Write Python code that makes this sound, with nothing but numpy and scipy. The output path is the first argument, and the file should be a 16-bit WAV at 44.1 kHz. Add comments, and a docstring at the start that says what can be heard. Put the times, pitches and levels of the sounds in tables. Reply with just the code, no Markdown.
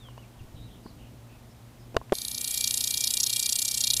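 """Cicada on a hand

A quiet desert garden, one microphone. Close up, a hand knocks on the microphone housing, then the cicada
sitting on it starts to buzz. Its tymbals buckle about 470 times a second, each cycle a quick downward
sweep of rib clicks, and the buzz swells into short loud bursts about 31 times a second.
Far off, birds whistle over still air and a low hum; two light puffs of wind touch the microphone."""
import sys
import numpy as np
from scipy import signal
from scipy.fft import rfft, irfft
from scipy.io import wavfile

SR = 44100
rng = np.random.default_rng(int(sys.argv[2]) if len(sys.argv) > 2 else 0)


def int16_out(signal):
    """Quantize to a 16-bit WAV file."""
    q = np.round(np.clip(np.atleast_2d(signal).T, -1, 1) * 32767)
    wavfile.write(sys.argv[1], SR, q.astype(np.int16))


N = 176400

CALL_START_S, ONSET_S = 2.13, .006
STEADY_HZ, WHINE_HARMONIC = 470.6, 5
JITTER, STRAIN_JITTER = .0012, .25  # the beat gets uneven away from its steady rate
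PHASE_WANDER_RAD = .32
# How fast the tymbals buckle (time [s], rate [Hz])
TYMBAL_RATE = [(2.15, 464.6), (2.44, 470), (2.63, 470.7), (3.0, 470.6), (3.07, 472.5), (3.154, 479),
               (3.18, 469.3), (3.26, 470.8), (3.58, 471), (3.65, 469), (3.738, 464.3), (3.87, 469.6),
               (3.925, 478), (3.99, 465.7)]


def cicada(t):
    """On the hand, close to the microphone: buckling tymbals give a pulsing buzz, a whine and a rasp."""
    rate, = curves(TYMBAL_RATE, t)
    unevenness = JITTER + STRAIN_JITTER * np.abs(rate / STEADY_HZ - 1)
    phase = 2 * np.pi * np.cumsum(rate * (1 + unevenness * wander(300))) / SR
    call = tymbal_buzz(t, phase) + whine(t, phase)
    return call * np.clip((t - CALL_START_S) / ONSET_S, 0, 1)


BURST_DB, BURST_TREBLE_DB, SOFT_DB, RING_ON_DB = -6.5, 6, -3.5, -5  # added to the table levels
SCATTER_DB, SHIMMER_DB, SOFT_SHIMMER_DB = .6, 2, 3.5
OPENING_S, THIN_DB = .34, -16  # the lowest harmonics of the bursts fill in as the call gets going
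REBOUND_CYCLES, REBOUND_FROM_HZ = .565, 5400  # a second, bright click within each tymbal cycle
REBOUND_SHARE, REBOUND_OPENING_EXTRA = .37, .17
RIPPLE_DB, RIPPLE_SPAN_HZ = 1.8, 7000  # broad changes of colour from burst to burst
# How the bursts evolve (time [s], length [ms], level below 5 kHz [dB], level at 5-9.6 kHz [dB])
BURST_SHAPE = [(2.154, 3.7, -31.5, -36), (2.284, 4.6, -32, -30), (2.316, 4.9, -35, -33.5),
               (2.447, 7.5, -34.5, -29.5), (2.545, 8.1, -34, -29.5), (2.611, 5.5, -30.5, -25),
               (2.677, 6.9, -26, -25.5), (2.71, 3.9, -27, -24.5), (2.777, 8.1, -29.5, -27),
               (2.943, 7, -28, -27.5), (3.01, 8.9, -33, -26.5), (3.043, 7.9, -28.5, -25.5),
               (3.076, 8.2, -29.5, -25), (3.174, 7.1, -27, -25.5), (3.22, 11.3, -31.5, -24),
               (3.301, 11.3, -30, -28.5), (3.431, 8.2, -30.5, -25.5), (3.686, 11.8, -30, -27),
               (3.715, 8.8, -37.5, -28), (3.747, 10.7, -36.5, -28), (3.811, 10.5, -29, -24.5),
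               (3.905, 10, -26, -27), (3.971, 9.5, -29, -25.5)]
# The buzz under the bursts (time [s], level between bursts [dB], treble level [dB])
SOFT_LEVELS = [(2.17, -46.5, -41), (2.43, -48, -38), (2.5, -43.5, -35), (2.62, -38.5, -35.5),
               (2.793, -41.5, -35.5), (3.026, -40, -36), (3.059, -42, -36), (3.092, -40, -36),
               (3.22, -45, -36.5), (3.447, -37.5, -36), (3.479, -46.5, -37.1), (3.512, -41, -35.5),
               (3.576, -47, -37.5), (3.609, -42, -34.5), (3.639, -47, -37.5), (3.67, -43, -37.5),
               (3.924, -40.5, -36.5), (3.955, -48, -37), (3.987, -42, -36.5)]
# Colour of the insect's body in the bursts (frequency [Hz], gain [dB])
BURST_COLOUR = [(1880, -39), (2820, -9), (3290, -4.5), (3760, 2.5), (4230, 4), (4700, -0.5), (5170, -4),
                (5640, -1.5), (6100, -3), (7520, -3), (9400, -7), (9870, -13.5), (10340, -10), (11280, -6),
                (12700, -19.5), (15040, -40)]
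# Its colour in the soft buzz (frequency [Hz], gain [dB])
SOFT_COLOUR = [(940, -30.5), (1410, -29), (1880, -22.5), (2820, -18.5), (3290, -7), (4230, -7.5),
               (4700, -3), (5640, -11), (8900, -11), (9870, -6.5), (11000, -4), (12220, -11.5),
               (15040, -15.5)]
# When each frequency sounds within one tymbal cycle (frequency [Hz], delay [ms])
RIB_SWEEP = [(2500, 1.7), (3700, 1.4), (4500, 1.15), (5600, .72), (7000, .45), (9500, .1), (12000, .9),
             (15000, .3)]


def tymbal_buzz(t, phase):
    """Rib clicks and their rebounds as a stack of harmonics plus rasp: loud in bursts, soft between."""
    length_ms, low_db, high_db = curves(BURST_SHAPE, t)
    between_db, treble_db = curves(SOFT_LEVELS, t)
    gate = burst_gate(t, length_ms)
    burst = gate * undb(SCATTER_DB * wander(30))
    opening = np.clip(1 - (t - CALL_START_S) / OPENING_S, 0, 1)
    harmonics_hz = np.arange(1, 33) * STEADY_HZ
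    lags = 2 * np.pi * np.cumsum(at_hz(RIB_SWEEP, harmonics_hz)) * STEADY_HZ / 1000
    ripple = RIPPLE_DB * (wander(31) + 1j * wander(31))
    buzz = np.zeros(N)
    for k, (hz, lag) in enumerate(zip(harmonics_hz, lags), 1):
        if k == WHINE_HARMONIC:
            continue
        click = np.exp(1j * (k * phase - lag + PHASE_WANDER_RAD * wander(20)))
        rebound = (REBOUND_SHARE + REBOUND_OPENING_EXTRA * opening) * (hz > REBOUND_FROM_HZ)
        pair = click * (1 + rebound * np.exp(-2j * np.pi * k * REBOUND_CYCLES)) / np.hypot(1, rebound)
        is_treble = hz > 9600
        body_db = (low_db if hz < 5000 else high_db) + BURST_DB
        loud_db = at_hz(BURST_COLOUR, hz) + (treble_db + BURST_TREBLE_DB if is_treble else body_db)
        loud_db += THIN_DB * opening * (hz < 3500) + SHIMMER_DB * wander(30)
        shimmer_db = SOFT_SHIMMER_DB * wander(24.875)
        if is_treble or k < WHINE_HARMONIC:  # both ends of the spectrum ring on through the bursts
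            soft = undb(treble_db + RING_ON_DB + shimmer_db / 2)
        else:
            ripple_db = np.real(ripple * np.exp(2j * np.pi * hz / RIPPLE_SPAN_HZ))
            loud_db += ripple_db
            soft = (1 - gate) * undb(between_db + SOFT_DB + shimmer_db + ripple_db)
        buzz += burst * undb(loud_db) * pair.real
        buzz += soft * undb(at_hz(SOFT_COLOUR, hz)) * pair.imag
    return np.sqrt(2) * buzz + rasp(burst * undb(high_db), undb(treble_db))


FIRST_BURST_S, EDGE_MS = 2.1537, 1
# Pace of the bursts (time [s], rate [Hz])
BURST_RATE = [(2.14, 30.86), (2.48, 30.58), (2.66, 30.12), (2.9, 29.96), (3.08, 30.34), (3.2, 31.55),
              (3.36, 30.77), (3.55, 31.0), (3.68, 32.76), (3.84, 30.71), (4.0, 32.15)]


def burst_gate(t, length_ms):
    """The pulse of the call: 1 during each loud burst, 0 between them."""
    rate, = curves(BURST_RATE, t)
    cycles = np.cumsum(rate) / SR
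    cycles -= np.interp(FIRST_BURST_S, t, cycles)
    from_centre_ms = 1000 * np.abs(cycles - np.round(cycles)) / rate
    return np.clip((length_ms / 2 - from_centre_ms) / EDGE_MS + .5, 0, 1)


WHINE_TRIM_DB = -.5
# Strength of the whine (time [s], level [dB])
WHINE_LEVEL = [(2.15, -58.5), (2.294, -57), (2.53, -48), (2.664, -45), (2.762, -55.5), (3.056, -44.5),
               (3.092, -60), (3.184, -43), (3.226, -83), (3.272, -52.5), (3.468, -44), (3.53, -63),
               (3.56, -50), (3.768, -49.5), (3.834, -63), (3.866, -44), (3.974, -56.5), (4.0, -43)]


def whine(t, phase):
    """The tymbals' fifth harmonic, a thin tone under the buzz."""
    level_db, = curves(WHINE_LEVEL, t)
    tone = np.sqrt(2) * np.cos(WHINE_HARMONIC * phase + PHASE_WANDER_RAD * wander(20))
    return undb(level_db + WHINE_TRIM_DB + wander(22.85)) * tone


BURST_RASP_DB, SOFT_RASP_DB = -4.5, -5
# Colour of the rasp in the bursts (frequency [Hz], gain [dB])
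BURST_RASP_COLOUR = [(2200, -25.5), (3500, -3.5), (6500, 2), (11500, -9), (15000, -13)]
# Colour of the soft rasp throughout the call (frequency [Hz], gain [dB])
SOFT_RASP_COLOUR = [(1500, -25.5), (3300, -6), (7000, -16), (10800, -1), (12300, -7), (15000, -16)]


def rasp(burst_gain, treble_gain):
    """The noisy edge of the buzz: one hiss pulses with the bursts, another follows the treble."""
    pulsing = burst_gain * undb(BURST_RASP_DB) * noise(BURST_RASP_COLOUR)
    return pulsing + treble_gain * undb(SOFT_RASP_DB) * noise(SOFT_RASP_COLOUR)


THUD_DB, THUD_S, RING_DB = -19, .002, -15.5
TICK_HZ, TICK_S = 3000, .0013
# The hand on the housing (time [s], push level [dB], push frequency [Hz], tick relative to push [dB])
KNOCKS = [(.087, -39.5, 1110, -41), (.179, -38.5, 756, -4.5), (0.86, -38.5, 257, -28),
          (.864, -37, 970, -30), (1.946, -34.5, 477, -5.5), (1.952, -32.5, 560, -22),
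          (1.9668, -8.5, 3100, -10.5), (1.967, -10.5, 518, -9.5), (1.9688, -19, 955, -24),
          (1.9712, -29.5, 584, -30), (2.015, -33, 850, -38), (2.0973, -38, 1800, -10),
          (2.1228, -10.5, 470, -12), (2.1239, -22.5, 6040, -7), (2.128, -12.5, 534, -12)]
# Modes of the microphone housing (frequency [Hz], relative level [dB], t60 [s])
HOUSING_MODES = [(462, 5.5, 0.015), (685, -6.5, 0.033), (827, -6, 0.013), (1070, 5, 0.019),
                 (1990, -21, 0.01), (2840, -2, 0.011)]


def handling_knocks(t):
    """Right at the microphone: a short push and a dull thud ring the housing, with a tick of contact."""
    pushes, tick_level = np.zeros(N), np.zeros(N)
    for when, db, hz, tick_db in KNOCKS:
        spread = (np.pi * hz * (t - when)) ** 2
        push = (1 - 2 * spread) * np.exp(-spread)
        thud = undb(THUD_DB) * np.exp(-((t - when) / THUD_S) ** 2)
        pushes += undb(db) * (push + thud)
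        age = t - when + 1 / hz / 4  # contact comes a quarter cycle before the peak
        tick_level += undb(db + tick_db) * (age > 0) * np.exp(-np.clip(age / TICK_S, 0, 50))
    age = t[:SR // 10]
    modes = sum(undb(db - 60 * age / t60) * np.sin(2 * np.pi * hz * age) * 2 * np.pi * hz / SR
                for hz, db, t60 in HOUSING_MODES)
    ring = undb(RING_DB) * signal.fftconvolve(pushes, modes)[:N]
    return pushes + ring + tick_level * unit_rms(lowpass(rng.standard_normal(N), TICK_HZ))


ECHO_DB, ECHO_DECAY_S = -6.5, .027
# Far birds (time [s], length [s], first pitch [Hz], middle [Hz], last [Hz], level [dB], blur [Hz])
BIRD_NOTES = [(-.01, 0.13, 3930, 3270, 2700, -57, 39.5), (0.173, 0.03, 2550, 2940, 3000, -58.5, 40),
              (0.221, 0.029, 2900, 2600, 2270, -61, 110), (0.389, 0.022, 3470, 2770, 2570, -58.5, 90),
              (0.552, 0.14, 3900, 3830, 3870, -61.5, 171), (0.562, 0.03, 3280, 3280, 3210, -63.5, 303),
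              (.67, 0.12, 3360, 3370, 3050, -62.5, 327), (0.834, 0.096, 4800, 4540, 4320, -63, 408),
              (0.975, 0.121, 2920, 2885, 2770, -62.5, 269), (1.28, 0.095, 2750, 2630, 2510, -65, 270),
              (1.488, .05, 5300, 5300, 5250, -68, 242), (1.777, 0.082, 5280, 5200, 5200, -67.5, 238)]


def far_birds(t):
    """Gliding whistles, blurred by distance and scattered by the ground and plants."""
    notes = np.zeros(N)
    for start, length, first_hz, middle_hz, last_hz, db, blur_hz in BIRD_NOTES:
        progress = np.clip((t - start) / length, 0, 1)
        hz = np.interp(progress, [0, .5, 1], [first_hz, middle_hz, last_hz]) + blur_hz * wander(500)
        envelope = np.sqrt(2 * np.abs(np.sin(np.pi * progress)))
        notes += undb(db) * envelope * np.sin(2 * np.pi * np.cumsum(hz) / SR)
    tail = rng.standard_normal(SR // 2) * np.exp(-t[:SR // 2] / ECHO_DECAY_S)
    return notes + undb(ECHO_DB) * signal.fftconvolve(notes, tail / np.linalg.norm(tail))[:N]


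AIR_DB, SWELL_DB = -50.5, -2.5
# Air all around the microphone (frequency [Hz], relative density [dB])
AIR_COLOUR = [(12, -37), (20, -16.5), (64, -2.5), (85, -14.5), (119, 0.5), (148, -13), (232, -11),
              (404, -19), (439, -20.5), (478, -20.5), (649, -19.5), (1670, -30), (3850, -32.5),
              (4310, -34.5), (15500, -39.5)]


def garden_air():
    """Still outdoor air whose low end gently swells and sinks."""
    air = undb(AIR_DB) * noise(AIR_COLOUR)
    return air + lowpass(air, hz=650) * (undb(SWELL_DB * wander(4.77)) - 1)


HUM_HZ, HUM_DRIFT = 118.2, .015
HUM_DB, HUM_OCTAVE_DB, HUM_WAVER_DB = -57, -63, 1.8


def distant_hum():
    """A low tone and its octave from far off, wavering in pitch and level."""
    phase = 2 * np.pi * np.cumsum(HUM_HZ * (1 + HUM_DRIFT * wander(13))) / SR
    return sum(np.sqrt(2) * undb(db + HUM_WAVER_DB * wander(4.7)) * np.sin(k * phase)
               for k, db in enumerate((HUM_DB, HUM_OCTAVE_DB), 1))


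# Wind on the microphone (time [s], half-width [s], level [dB])
WIND_PUFFS = [(.43, 0.061, -46), (0.551, 0.02, -42)]


def wind_puffs(t):
    """Light puffs brush the microphone, each a brief low rumble."""
    level = sum(undb(db) * np.exp(-((t - when) / width) ** 2) for when, width, db in WIND_PUFFS)
    return level * unit_rms(lowpass(rng.standard_normal(N), hz=110))


def undb(db):
    """Decibels to gain."""
    return 10 ** (np.asarray(db) / 20)


def unit_rms(x):
    """Scale to rms 1."""
    return x / np.sqrt(np.mean(x ** 2))


def curves(table, t):
    """Every column of a time table, joined by straight lines."""
    rows = np.array(table, float)
    return [np.interp(t, rows[:, 0], column) for column in rows.T[1:]]


def at_hz(points, hz):
    """Read (Hz, value) points on a log-frequency axis."""
    rows = np.array(points, float)
    return np.interp(np.log(np.maximum(hz, 1)), np.log(rows[:, 0]), rows[:, 1])


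def noise(colour):
    """Noise of rms 1 with the given (Hz, dB) colour."""
    gain = undb(at_hz(colour, np.fft.rfftfreq(N, 1 / SR)))
    return unit_rms(irfft(rfft(rng.standard_normal(N)) * gain, N))


def lowpass(x, hz):
    """Second-order low-pass."""
    return signal.sosfilt(signal.butter(2, hz, fs=SR, output="sos"), x)


def wander(rate):
    """A smooth random curve of spread near 1, renewed rate times a second."""
    place = np.arange(N) / SR * rate
    values, k = rng.standard_normal(2 ** 14), place.astype(int)
    part = place - k
    return values[k] + (values[k + 1] - values[k]) * part ** 2 * (3 - 2 * part)


def scene():
    """One microphone: the cicada and the knocks close by, the garden behind."""
    t = np.arange(N) / SR
    return (cicada(t) + handling_knocks(t) + far_birds(t) + garden_air() + distant_hum()
            + wind_puffs(t))[None]


def record(dry, ceiling=.32, top_hz=15300):
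    """The recorder flattens the highest peaks and cuts the top."""
    limited = dry / (1 + (dry / ceiling) ** 8) ** (1 / 8)
    return signal.sosfilt(signal.ellip(8, .2, 70, top_hz, fs=SR, output="sos"), limited)


dry = scene()
out = record(dry)
int16_out(out)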